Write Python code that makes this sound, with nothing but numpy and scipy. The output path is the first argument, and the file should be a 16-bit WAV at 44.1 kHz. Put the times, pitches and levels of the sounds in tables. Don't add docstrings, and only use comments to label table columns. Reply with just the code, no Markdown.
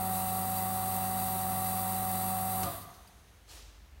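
import sys
import numpy as np
from scipy import signal
from scipy.fft import rfft, irfft
from scipy.io import wavfile
from scipy.ndimage import uniform_filter1d, map_coordinates

SR = 44100
rng = np.random.default_rng(int(sys.argv[2]) if len(sys.argv) > 2 else 0)


def put_to_file(sound):
    columns = np.atleast_2d(sound).T
    safe = np.clip(columns, -1, 1)
    whole_steps = np.round(safe * 32767)
    wavfile.write(sys.argv[1], SR, whole_steps.astype(np.int16))


N = 176400
T = np.arange(N) / SR
SHAFT_HZ, OFF_S = 47.03, 2.632


def undb(db):
    return 10 ** (np.asarray(db) / 20)


def unit(x):
    return x / np.sqrt(np.mean(x ** 2))


def colour(x, points):
    hz, db = np.array(sorted(points), float).T
    octave, knots = np.log2(np.arange(1, N // 2 + 2) * SR / N), np.log2(hz)
    outside = np.maximum(knots[0] - octave, 0) + np.maximum(octave - knots[-1], 0)
    gain = undb(np.interp(octave, knots, db) - 36 * outside)
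    return unit(irfft(rfft(x) * gain, N))


def noise(points):
    return colour(rng.standard_normal(N), points)


def drift(rate_hz):
    hold = int(SR / rate_hz)
    steps = np.repeat(rng.standard_normal(N // hold + 1), hold)
    return unit(uniform_filter1d(uniform_filter1d(steps, hold), hold)[:N])


def fade(start_s, decay_s):
    return np.exp(-np.maximum(T - start_s, 0) / decay_s)


def rise(start_s, attack_s):
    return np.clip((T - start_s) / attack_s, 0, 1)


def tone(cycles, db, flutter_db=0, flutter_hz=13.76):
    amplitude = np.sqrt(2) * undb(db + flutter_db * drift(flutter_hz))
    return amplitude * np.sin(2 * np.pi * (cycles + rng.random()))


def shaft_turns(wow=0.000161, coast_s=0.8):
    speed_hz = SHAFT_HZ * (1 + wow * drift(5)) * (1 - rise(OFF_S, coast_s))
    return np.cumsum(speed_hz) / SR


# multiple of the shaft rate, level in dB.
VANE_ORDERS = [(1, -62), (4, -43.5), (8, -60), (12, -52), (13, -68.5), (14, -74), (15, -61), (16, -36),
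               (20, -55.5), (24, -59), (26, -59.5), (28, -58.5), (40, -64), (80, -68), (98, -70),
               (172, -65), (177, -59), (188, -58), (199, -61), (234, -59), (240, -64), (272, -54),
               (292, -62), (328, -58), (332, -56), (334, -54)]
# frequency at full speed in Hz, level in dB.
BEARING_WHINES = [(247, -56.5), (946, -56), (1146.5, -56), (1162, -58.5)]


def pump_tones(turns):
    vanes = sum(tone(order * turns, db) for order, db in VANE_ORDERS)
    whines = sum(tone(hz / SHAFT_HZ * turns, db, flutter_db=3, flutter_hz=8.86)
                 for hz, db in BEARING_WHINES)
    hum = tone(100 * T, db=-43.5, flutter_db=0.4, flutter_hz=5.7)
    return (vanes + whines) * fade(OFF_S, 0.047) + hum * fade(OFF_S, 0.12)


def scrape(turns, repeat, rough_db, vane_db, grains=900, spots=40):
    def around(track, order):
        return map_coordinates(track, [turns % 1 * len(track)], order=order, mode="grid-wrap")

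    locked = around(rng.standard_normal(grains), order=3)
    friction = np.sqrt(repeat) * locked + np.sqrt(1 - repeat) * rng.standard_normal(N)
    roughness = around(unit(rng.standard_normal(spots)), order=1)
    vanes = np.cos(2 * np.pi * 4 * turns)
    return friction * undb(rough_db * roughness + vane_db * vanes)


# frequency in Hz, relative density in dB.
RATTLE_SPECTRUM = [(30, -38), (48, -16), (75, -14), (115, -17.5), (180, -3.5), (225, -11.5), (300, -15.5),
                   (380, -11.5), (500, -18.5), (620, -15), (730, -4), (810, -14.5), (1000, -9.5),
                   (1250, -12), (1400, -16), (1750, -20), (2020, -17.5), (2400, -40)]


def body_rattle(turns):
    drive = scrape(turns, repeat=0.077, rough_db=1.9, vane_db=2)
    return undb(-44.5) * colour(drive, RATTLE_SPECTRUM) * fade(OFF_S, 0.2)


# frequency in Hz, relative density in dB.
SIZZLE_SPECTRUM = [(2150, -14), (2370, -15), (2650, -10), (3430, -15), (3900, -8), (4350, -15.5),
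                   (4700, -11), (5050, -21), (5900, -14.5), (7130, -14.5), (8070, -7), (8700, -4.5),
                   (9670, -4.5), (10350, -9), (11000, -2.5), (12700, -1), (14000, -5), (14900, -6.5),
                   (15700, 0)]


def vane_sizzle(turns):
    per_turn = scrape(turns, repeat=0.31, rough_db=1.5, vane_db=-1.3)
    per_half_turn = scrape(2 * turns, repeat=0.52, rough_db=1.5, vane_db=1, grains=450, spots=20)
    return undb(-38) * colour(casing_ring(per_turn + 0.58 * per_half_turn), SIZZLE_SPECTRUM)


def casing_ring(x, share=0.23, decay_s=0.018):
    tail = (rng.standard_normal(N) * fade(0, decay_s))[:SR // 10]
    ringing = signal.fftconvolve(x, tail)[:N] / np.linalg.norm(tail)
    return np.sqrt(1 - share) * x + np.sqrt(share) * ringing


# frequency in Hz, bandwidth in Hz, level in dB.
CHATTER_MODES = [(2035, 57, -63.5), (2597, 43, -65.5), (4635, 76, -63), (4765, 42, -65.5), (8350, 70, -58),
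                 (8800, 70, -57.5), (9320, 71, -57.5), (11800, 150, -55), (12870, 110, -51.5),
                 (13000, 110, -53), (15760, 150, -53)]


def vane_chatter(turns):
    drive = scrape(turns, repeat=0.36, rough_db=2.5, vane_db=1) * undb(1.6 * drift(40.07))
    return sum(undb(db) * unit(signal.lfilter(*signal.iirpeak(hz, hz / width_hz, fs=SR), drive))
               for hz, width_hz, db in CHATTER_MODES)


def vane_contact(drop_s=2.825, drop_db=-6.5):
    level_db = 0.66 * drift(24.98) + drop_db * rise(drop_s, 0.033)
    return undb(level_db) * fade(OFF_S, 0.13)


# frequency in Hz, relative density in dB.
SNAP_SPECTRUM = [(80, -4), (300, -4), (1200, 1.5), (2500, -8), (5000, -5), (9000, -3), (15000, -15)]
CLUNK_SPECTRUM = [(70, 0), (200, -5), (330, -2), (480, -12), (700, -2), (850, -6), (1200, 0), (1600, -16),
                  (2600, -14), (4000, -11), (4700, -12), (5500, -20), (9000, -25)]


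def switch():
    snap = undb(-33) * noise(SNAP_SPECTRUM) * fade(OFF_S, 0.006)
    clunk = undb(-42) * noise(CLUNK_SPECTRUM) * fade(OFF_S, 0.115)
    return (snap + clunk) * (T > OFF_S)


# frequency in Hz, level in dB, time to fall 60 dB in seconds.
LINGERING_TONES = [(85, -47, .7), (151.3, -48, .8), (180.7, -50, .6), (290, -56, .6), (340, -56, .6),
                   (562, -49, .7), (687, -47, .95), (748, -45, .8), (1020, -53, .75), (1146, -50, .95),
                   (1215, -44.5, .9)]


def lingering_tones():
    tail = np.zeros(N)
    for hz, db, t60_s in LINGERING_TONES:
        wavering = tone(hz * T + 0.17 * drift(44), db, flutter_db=3.5, flutter_hz=45)
        tail += wavering * fade(OFF_S, t60_s / np.log(1000))
    return tail * rise(OFF_S, 0.0094)


# start in seconds, level in dB, decay in seconds.
VANE_DROPS = [(2.815, -54, 0.02), (2.938, -57.5, .03), (3.072, -56, 0.014)]
# frequency in Hz, relative density in dB.
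TICK_SPECTRUM = [(1500, -14), (3500, -5), (4700, 4), (7000, -13), (9000, 0), (11000, -7), (13000, -2),
                 (15500, -6)]


def vane_ticks():
    envelope = sum(undb(db) * rise(start_s, 0.0027) * fade(start_s, decay_s)
                   for start_s, db, decay_s in VANE_DROPS)
    return noise(TICK_SPECTRUM) * envelope


def valve_chirp(start_s=3.487, hz=4300):
    chirp = tone(hz * T + 0.3 * drift(500), db=-58, flutter_db=2.5, flutter_hz=300)
    return chirp * rise(start_s, 0.003) * fade(start_s + 0.005, 0.015)


# frequency in Hz, relative density in dB.
SEEP_SPECTRUM = [(1500, -13), (3800, 2.5), (5200, -7), (6400, 3), (7300, -7), (9000, -1.5), (12000, -5),
                 (15500, -17)]
RUSH_SPECTRUM = [(120, -51), (200, -21), (263, -23), (304, -2), (564, -2.5), (940, -1), (1070, -6),
                 (1190, -3), (2170, -7), (2650, -3), (5910, -2), (15500, -13.5)]


def air_return(rush_s=3.468, attack_s=0.04, hold_s=0.065, split_hz=8500):
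    seep = undb(-62.5) * noise(SEEP_SPECTRUM) * rise(OFF_S, 0.092) * fade(OFF_S + 0.25, 0.51)
    hiss = noise(RUSH_SPECTRUM)
    low = signal.sosfiltfilt(signal.butter(2, split_hz, fs=SR, output="sos"), hiss)
    fall_s = rush_s + attack_s + hold_s
    rush = low * fade(fall_s, 0.13) + (hiss - low) * fade(fall_s, 0.068)
    return seep + undb(-52.5) * rush * rise(rush_s, attack_s)


# frequency in Hz, level in dB.
RUMBLE_TONES = [(51, -55.5), (72, -61)]


def rumble(start_s=3.45):
    tones = sum(tone(hz * T + 0.08 * drift(6.8), db, flutter_db=-0.5, flutter_hz=11)
                for hz, db in RUMBLE_TONES)
    return tones * rise(start_s, 0.07)


# frequency in Hz, relative density in dB.
WORKSHOP_SPECTRUM = [(20, -32), (33, -16), (48, -4), (70, 2.5), (110, -12.5), (250, -20), (700, -24),
                     (2000, -26.5), (5000, -34), (9000, -39), (15500, -39)]


def workshop():
    return undb(-58) * noise(WORKSHOP_SPECTRUM)


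def scene():
    turns = shaft_turns()
    pump = pump_tones(turns) + body_rattle(turns)
    pump += (vane_sizzle(turns) + vane_chatter(turns)) * vane_contact()
    shutdown = switch() + lingering_tones() + vane_ticks() + valve_chirp() + air_return()
    mono = pump + shutdown + rumble() + workshop()
    return np.array([mono, mono])


def record(dry):
    return signal.sosfilt(signal.ellip(12, 0.1, 90, 15780, fs=SR, output="sos"), dry)


dry = scene()
out = record(dry)
put_to_file(out)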